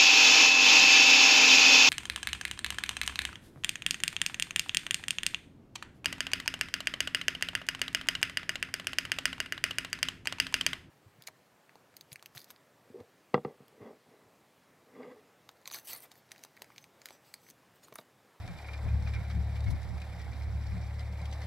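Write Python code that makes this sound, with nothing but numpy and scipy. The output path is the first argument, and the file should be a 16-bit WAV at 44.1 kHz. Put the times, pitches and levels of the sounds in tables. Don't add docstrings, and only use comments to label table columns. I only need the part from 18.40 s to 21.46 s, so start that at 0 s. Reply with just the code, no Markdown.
import sys
import numpy as np
from scipy import signal
from scipy.fft import rfft, irfft
from scipy.io import wavfile
from scipy.ndimage import uniform_filter1d

SR = 44100
rng = np.random.default_rng(int(sys.argv[2]) if len(sys.argv) > 2 else 0)


def store_pcm(level_fs):
    pcm = np.round(np.clip(level_fs, -1, 1) * 32767).astype(np.int16)
    wavfile.write(sys.argv[1], SR, np.atleast_2d(pcm).T)


def invert_db(x):
    u = np.asarray(x, float) / 20
    return 10 ** u


N = 134946


def noise():
    return rng.standard_normal(N)


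def evened(x):
    return x / np.sqrt(np.mean(x ** 2) + 1e-20)


def read(points, hz):
    f, value = np.transpose(points)
    return np.interp(np.log(hz + 1), np.log(f + 1), value)


def curve(rows, axis):
    rows = np.array(rows)
    return np.interp(np.arange(N) / SR, rows[:, 0], rows[:, axis])


def coloured(x, points):
    hz = np.fft.rfftfreq(x.shape[-1], 1 / SR)
    inside = (hz >= points[0][0]) * (hz <= points[-1][0])
    return irfft(rfft(x) * invert_db(read(points, hz)) * inside, x.shape[-1])


def band(x, lo_hz, hi_hz):
    return signal.sosfilt(signal.butter(2, [lo_hz, hi_hz], "bandpass", fs=SR, output="sos"), x)


def slow(top_hz):
    hz = np.fft.rfftfreq(N, 1 / SR)
    return evened(irfft(rfft(noise()) * np.exp(-(hz / top_hz) ** 2) * (hz > 0), N))


def patchy(patchy_db, flicker_db):
    z = signal.stft(noise(), nperseg=256)[2]
    patches = uniform_filter1d(rng.standard_normal(z.shape), size=4, axis=0)
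    patches = evened(uniform_filter1d(patches, size=12, axis=1))
    flicker = evened(uniform_filter1d(rng.standard_normal(z.shape[1]), size=5))
    return signal.istft(z * invert_db(patchy_db * patches + flicker_db * flicker), nperseg=256)[1][:N]


# (time [s], firing cycle [Hz])
SPEED = [
    (0.0, 36.24),
    (0.09, 35.77),
    (3.06, 35.91),
]
# (time [s], bass opening [dB], rumble below it [dB])
OPENING = [(0, -42, -37), (.11, -59.5, 14), (.24, -46, -30), (.42, -40, -14.5), (.54, -26.5, -18),
           (.64, -37.5, -9.5), (.71, -32.5, -17.5), (.8, -40.5, -10), (1.06, -33, -21), (1.14, -37, -10.5),
           (1.26, -33.5, -21), (1.36, -41.5, -15.5), (1.95, -42.5, -20.5), (2.08, -37.5, -20),
           (2.55, -37.5, -19.5), (3.06, -40, -23)]
# (multiple of the cycle [1], level [dB])
LOW_ORDERS = [(1, -17.5), (2, 1), (3, -4.5), (4, -38), (5, -28)]
# (multiple of the cycle [1], level [dB])
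PIPE_ORDERS = [(8.65, -71.5), (10, -78), (13, -73.5), (14, -70.5), (10, -77.5), (16, -71), (22, -76)]
# (time [s], left-right [dB])
LEAN = [
    (1.3, 2),
    (1.42, -12),
    (1.62, -1.5),
    (1.9, -5),
    (2.15, -4.5),
    (2.25, 4.5),
    (2.5, 1),
    (3.06, 0.5),
]
# (frequency [Hz], density [dB per Hz])
RUMBLE = [(110, -10), (130, 0), (185, -3), (215, -18), (300, -30)]


def exhaust():
    lag_turns, wobble_db, wobble_hz = 0.1183, 1, 7.6
    turns = np.cumsum(curve(SPEED, axis=1)) / SR
    lean = curve(LEAN, axis=1) * np.array([[.5], [-.5]])
    low = 0
    for k, db in LOW_ORDERS:
        level = invert_db(db + wobble_db * slow(wobble_hz) + lean * (k == 2))
        low = low + level * np.cos(2 * np.pi * (k * turns + lag_turns * k * k))
    rumble_level = invert_db(curve(OPENING, axis=2) + 1.5 * slow(17.0))
    low = low + rumble_level * evened(coloured(noise(), RUMBLE))
    pipe = 0
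    for k, db in PIPE_ORDERS:
        pipe = pipe + invert_db(db + 2.56 * slow(3.8)) * np.cos(2 * np.pi * (k * turns + rng.random()))
    return np.sqrt(2) * (invert_db(curve(OPENING, axis=1)) * low + pipe), turns


# (time [s], level [dB])
LOAD = [
    (0.0, -55),
    (1.45, -57),
    (1.85, -57),
    (2.3, -58.5),
    (2.79, -57),
    (3.06, -54),
]
# (frequency [Hz], density [dB per Hz])
BODY = [(120, -8), (200, -5.5), (245, -11.5), (356, -13), (720, -3), (1270, -15), (2210, -11),
        (2560, -22.5), (3000, -39), (3900, -21), (6600, -120)]
# (frequency [Hz], density [dB per Hz])
AIR = [(1590, -45), (2700, -1.5), (3000, -1), (3780, 2), (5000, -0.5), (5880, -4.5), (6600, -18),
       (8580, -75), (14500, -120)]
# (frequency [Hz], density [dB per Hz])
FIZZ = [(3880, -44), (6600, -7), (7530, 2.5), (9500, -7), (11300, 0), (12000, -4.5), (12900, -13),
        (14500, -5), (15500, -12)]


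def wash(turns):
    body_db, air_db, dust_db = -53.5, -66, -72.5
    body_follow, air_follow, chuff = 0.99, 0.34, 0.14
    load = curve(LOAD, axis=1)
    load = load - load.mean()
    roar = evened(coloured(patchy(patchy_db=1.4, flicker_db=0.45), BODY))
    roar = roar * (1 + chuff * np.cos(2 * np.pi * turns))
    sand = patchy(patchy_db=-0.5, flicker_db=1.5)
    hiss = invert_db(air_db) * evened(coloured(sand, AIR)) + invert_db(dust_db) * evened(coloured(sand, FIZZ))
    return invert_db(body_db + body_follow * load) * roar + invert_db(air_follow * load) * hiss


def rattle():
    rate_per_s, level_db, spread_db = 300, -63, 1.5
    knock = rng.random(N) < rate_per_s / SR * invert_db(2.5 * slow(12.0))
    size = invert_db(spread_db * np.minimum(rng.exponential(1, N), 3)) * knock
    which, t, out = rng.integers(0, 24, N), np.arange(1500) / SR, np.zeros(N)
    shape = invert_db(-60 * t / 0.044) * np.minimum(t / 0.00043, 1)
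    for k, hz in enumerate(np.geomspace(900, 5000, 24)):
        tick = band(rng.standard_normal(1500), hz * 0.906, hz * 1.17) * shape
        out += signal.oaconvolve(size * (which == k), tick)[:N]
    colour = [(600, 0.5), (2450, 11.5), (2700, -31), (3800, -12), (5800, 3.0), (6600, -14)]
    return invert_db(level_db) * evened(coloured(out, colour))


# (time [s], peak level [dB], pitch [Hz], brightness [dB], length [s])
CLANKS = [(.285, -36, 2367, -20, 0.0052), (.332, -37.5, 2385, -14, 0.0099), (.482, -44, 2454, -31, 0.01),
          (.662, -42.5, 2460, -21, 0.0066), (.672, -37.5, 2337, -13.5, 0.0021), (.679, -44, 2310, -12, .01),
          (.7355, -35.5, 2356, -15, 0.0046), (.748, -40.5, 2362, -19.5, 0.0049),
          (.762, -37.5, 2173, -34, 0.0038), (.787, -45, 2200, -18, .003), (.899, -41.5, 2216, -12.5, 0.013),
          (1.155, -46.5, 2306, -10, 0.013), (1.262, -41, 2150, -16, 0.02),
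          (1.6175, -40.5, 2430, -10.5, 0.0022), (1.793, -51.5, 2290, -8, 0.017),
          (1.877, -37.5, 809, -30, 0.0029), (2.585, -47, 1914, -18, .003),
          (2.593, -43.5, 2044, -10, 0.0039), (2.61, -45, 2064, -18, 0.0037), (2.621, -50, 2180, -24, .003),
          (2.825, -44, 2140, -20, 0.0047), (2.924, -43, 2033, -5, 0.0072), (3.016, -39.5, 2040, -12, .005),
          (3.033, -45, 2056, -13, .004)]
# (time [s], peak level [dB], brightness [dB])
MORE_CLANKS = [
    (0.0757, -42.5, -12.5),
    (0.1865, -42.5, -16.5),
    (0.2428, -44.5, -13.5),
    (0.8445, -43, -15),
    (1.5758, -47.5, -13),
    (1.9305, -47.5, -8),
    (2.4144, -50.5, -11),
    (2.8544, -47.5, -5.5),
]
# (ratio to pitch [1], level [dB])
ROD_RATIOS = [(.73, -16), (.9, -9), (1.0, 0), (1.045, -12)]


def clanks():
    common_hz, common_length_s = 2370, 0.0037
    rise_s, rise_share, ring_t60, scrape_t60 = 0.00073, .15, 0.1, 0.065
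    t, out = np.arange(6000) / SR, np.zeros(N + 6000)
    rows = list(CLANKS) + [(s, db, common_hz, bright_db, common_length_s) for s, db, bright_db in MORE_CLANKS]
    chance = rng.random((len(rows), len(ROD_RATIOS)))
    scrape = evened(coloured(noise(), AIR)) + invert_db(-17.5) * evened(coloured(noise(), FIZZ))
    scrape = scrape * invert_db(1.5 * slow(170.0))
    grit = evened(band(noise(), 1220, 1820))
    chatter = .95 + .1 * slow(90.0)
    for (s, db, hz, bright_db, length), luck in zip(rows, chance):
        at = round(s * SR)
        late = np.maximum(t - length, 0)
        rise = np.minimum(t / (rise_s + rise_share * length), 1)
        ring = 0
        for (ratio, ratio_db), u in zip(ROD_RATIOS, luck):
            mode_hz = hz * ratio * (.99 + 0.0241 * u)
            ring = ring + invert_db(ratio_db) * np.sin(2 * np.pi * (mode_hz * t + u))
        ring = invert_db(-9.0 - 60 * late / ring_t60) * ring * np.roll(chatter, -at)[:6000]
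        rough = invert_db(-15.5) * np.roll(grit, -at)[:6000]
        rough = rough + invert_db(bright_db - 4.0) * np.roll(scrape, -at)[:6000]
        out[at:at + 6000] += invert_db(db) * rise * (ring + rough * invert_db(-60 * late / scrape_t60))
    return out[:N]


# (time [s], peak level [dB], pitch [Hz])
PINGS = [(0.0756, -43.5, 4360), (0.1859, -47, 3460), (0.3315, -43.5, 3880), (0.3754, -47, 3540),
         (0.4887, -52, 4150), (0.6219, -46.5, 4360), (0.6728, -48, 4450), (0.6854, -47, 3870),
         (0.7361, -45.5, 3480), (0.7434, -48, 3800), (0.8973, -46, 3890), (0.9114, -47, 3217),
         (1.2041, -42.5, 3690), (1.2405, -42.5, 3800), (1.4172, -48.5, 5400), (1.4284, -44, 3810),
         (1.5782, -50, 4760), (1.6002, -47, 3820), (1.6166, -40, 3940), (1.6644, -52, 3400),
         (1.7927, -47.5, 3800), (1.8142, -46.5, 4850), (1.915, -49.5, 4840), (2.0337, -49, 4220),
         (2.2676, -45, 4400), (2.4118, -47.5, 4640), (2.593, -45.5, 4070), (2.6054, -47, 3610),
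         (2.8149, -43, 3930), (2.8548, -42.5, 3294), (2.9122, -42.5, 3910), (2.9276, -42, 6070),
         (3.0159, -44.5, 3580), (3.0274, -49.5, 4200)]


def pings():
    ring_t60, crack_t60, crack_db, level_db = 0.034, 0.025, -1, -7.5
    t, out = np.arange(3000) / SR, np.zeros(N + 3000)
    grit = evened(band(noise(), 1900, 7400))
    for s, db, hz in PINGS:
        at = round(s * SR)
        ring = np.sin(2 * np.pi * hz * t) + 0.48 * np.sin(2 * np.pi * 1.23 * hz * t)
        ring = ring * invert_db(-60 * t / ring_t60)
        crack = invert_db(crack_db - 60 * t / crack_t60) * np.roll(grit, -at)[:3000]
        out[at:at + 3000] += invert_db(db + level_db) * np.minimum(t / 0.0024, 1) * (ring + crack)
    return out[:N]


# (middle time [s], level [dB], pitch [Hz], half length [s])
THUDS = [(0.054, -45, 109.4, 0.032), (.105, -48.5, 184, 0.03), (.33, -57, 170, 0.044),
         (.97, -42, 170, 0.041), (1.44, -63, 185, 0.025), (1.52, -50.5, 183, 0.053),
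         (1.62, -51, 185, 0.033), (1.76, -50, 172, 0.057), (1.95, -56.5, 259.6, 0.025),
         (2.15, -43, 172, .04), (2.22, -55, 200, 0.03), (2.37, -43.5, 177, 0.052), (2.73, -49, 181, 0.072),
         (2.83, -44, 166, .035), (2.91, -51, 193, 0.035), (3.05, -52, 177, .03)]


def thuds():
    t, out = np.arange(N) / SR, np.zeros(N)
    for s, db, hz, length in THUDS:
        swell = np.cos(np.pi / 2 * np.clip((t - s) / length, -1, 1)) ** 2
        bump = np.sin(2 * np.pi * hz * (t - s) * (1 - 1.5 * (t - s)))
        out += invert_db(db) * np.sqrt(2) * swell * bump
    return out


# (time [s], hold [s], t60 [s])
SNAP = (1.301, .012, .07)


def snap():
    s, hold, t60 = SNAP
    t = np.arange(N) / SR - s
    shape = np.clip(t / 0.003, 0, 1) * invert_db(-60 * np.maximum(t - hold, 0) / t60)
    colour = [(3000, 2), (5000, 5.5), (8000, -4), (10500, -3), (12800, -6), (14700, -13), (15400, -14)]
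    spray = evened(coloured(noise(), colour))
    ring = sum(invert_db(db) * np.sin(2 * np.pi * hz * t) for hz, db in [(10430, -11.5), (14700, -18)])
    return invert_db(-56) * shape * (spray + ring)


# (frequency [Hz], level [dB])
PORT_SIDE = [(300, -19), (750, -17), (1500, -14), (2300, -7), (2850, 6.5), (4000, -5.5), (6500, 1),
             (12000, 2)]
# (frequency [Hz], share [0-1])
PORT_LINKED = [(300, .3), (1400, .4), (2400, .68), (4400, .45), (8000, .35), (15000, .2)]
# (frequency [Hz], left-right [dB])
PORT_LEAN = [(0, 17), (700, -.5), (1300, 0), (2380, -1.5), (4400, 4.5), (7500, -2), (12000, -1),
             (22050, 10)]


def ports(x):
    hz, _, z = signal.stft(x, SR, nperseg=256)
    spread = 0.88 * np.exp(2j * np.pi * rng.random(z.shape))
    linked = read(PORT_LINKED, hz)[:, None]
    z = z * invert_db(read(PORT_SIDE, hz))[:, None] * (-1j * linked + np.sqrt(1 - linked ** 2) * spread)
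    side = signal.istft(z, SR, nperseg=256)[1][:N]
    return np.array([coloured(x + k * side, [(f, k * db / 2) for f, db in PORT_LEAN]) for k in (1, -1)])


# (frequency [Hz], density [dB per Hz])
WIND = [(12, -39), (20, -8), (48, 0), (72, 4), (113, 1), (203, -13.5), (276, -19.5), (420, -30.5),
        (550, -70), (920, -120)]
# (middle time [s], half length [s], level [dB], left-right [dB], share felt by both ports [0-1])
GUSTS = [(0.027, 0.15, -54, 8, 0.1), (0.1, 0.12, -44.5, -1.5, 0.1), (0.464, 0.03, -33.5, 13.5, 0.68),
         (0.565, 0.1, -42, 5, 0.64), (0.66, 0.084, -43, 10, 0.65), (0.782, 0.071, -43, -13, 0.9),
         (0.983, 0.074, -36, 6, 0.9), (1.08, 0.036, -39, -1, 1), (1.158, 0.042, -45, -9, 0.8),
         (1.31, 0.091, -34, 14.5, 0.17), (1.519, 0.12, -42, -7, 0), (1.924, 0.12, -50.5, -19, 0.7),
         (2.116, 0.15, -43, 2, 0.86), (2.361, 0.18, -43.5, -4, 0.68), (2.433, 0.026, -47, 10, 0)]


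def wind():
    breeze_db, lumps_db, breeze_same = -64.5, 7, 0.44
    both, left, right = (evened(coloured(noise(), WIND)) for _ in range(3))
    own, t = np.array([left, right]), np.arange(N) / SR
    lumps = np.array([slow(2.0), slow(7.9)])
    out = invert_db(breeze_db + lumps_db * lumps) * (breeze_same * both + own)
    for s, length, db, pan_db, same in GUSTS:
        swell = np.cos(np.pi / 2 * np.clip((t - s) / length, -1, 1)) ** 2
        level = invert_db(db + np.array([[pan_db / 2], [-pan_db / 2]]))
        out = out + level * swell * (same * both + np.sqrt(1 - same ** 2) * own)
    return out


def scene():
    drone, turns = exhaust()
    digger = wash(turns) + rattle() + clanks() + snap()
    return drone + thuds() + ports(digger + pings()) + wind()


def low_pass(x):
    return signal.sosfilt(signal.butter(12, 15870, fs=SR, output="sos"), x)


def record(dry):
    edge = signal.firwin(511, 15380, window=("kaiser", 9), fs=SR)
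    mix = signal.oaconvolve(dry, edge[None], "same")
    return low_pass(mix)


dry = scene()
out = record(dry)
store_pcm(out)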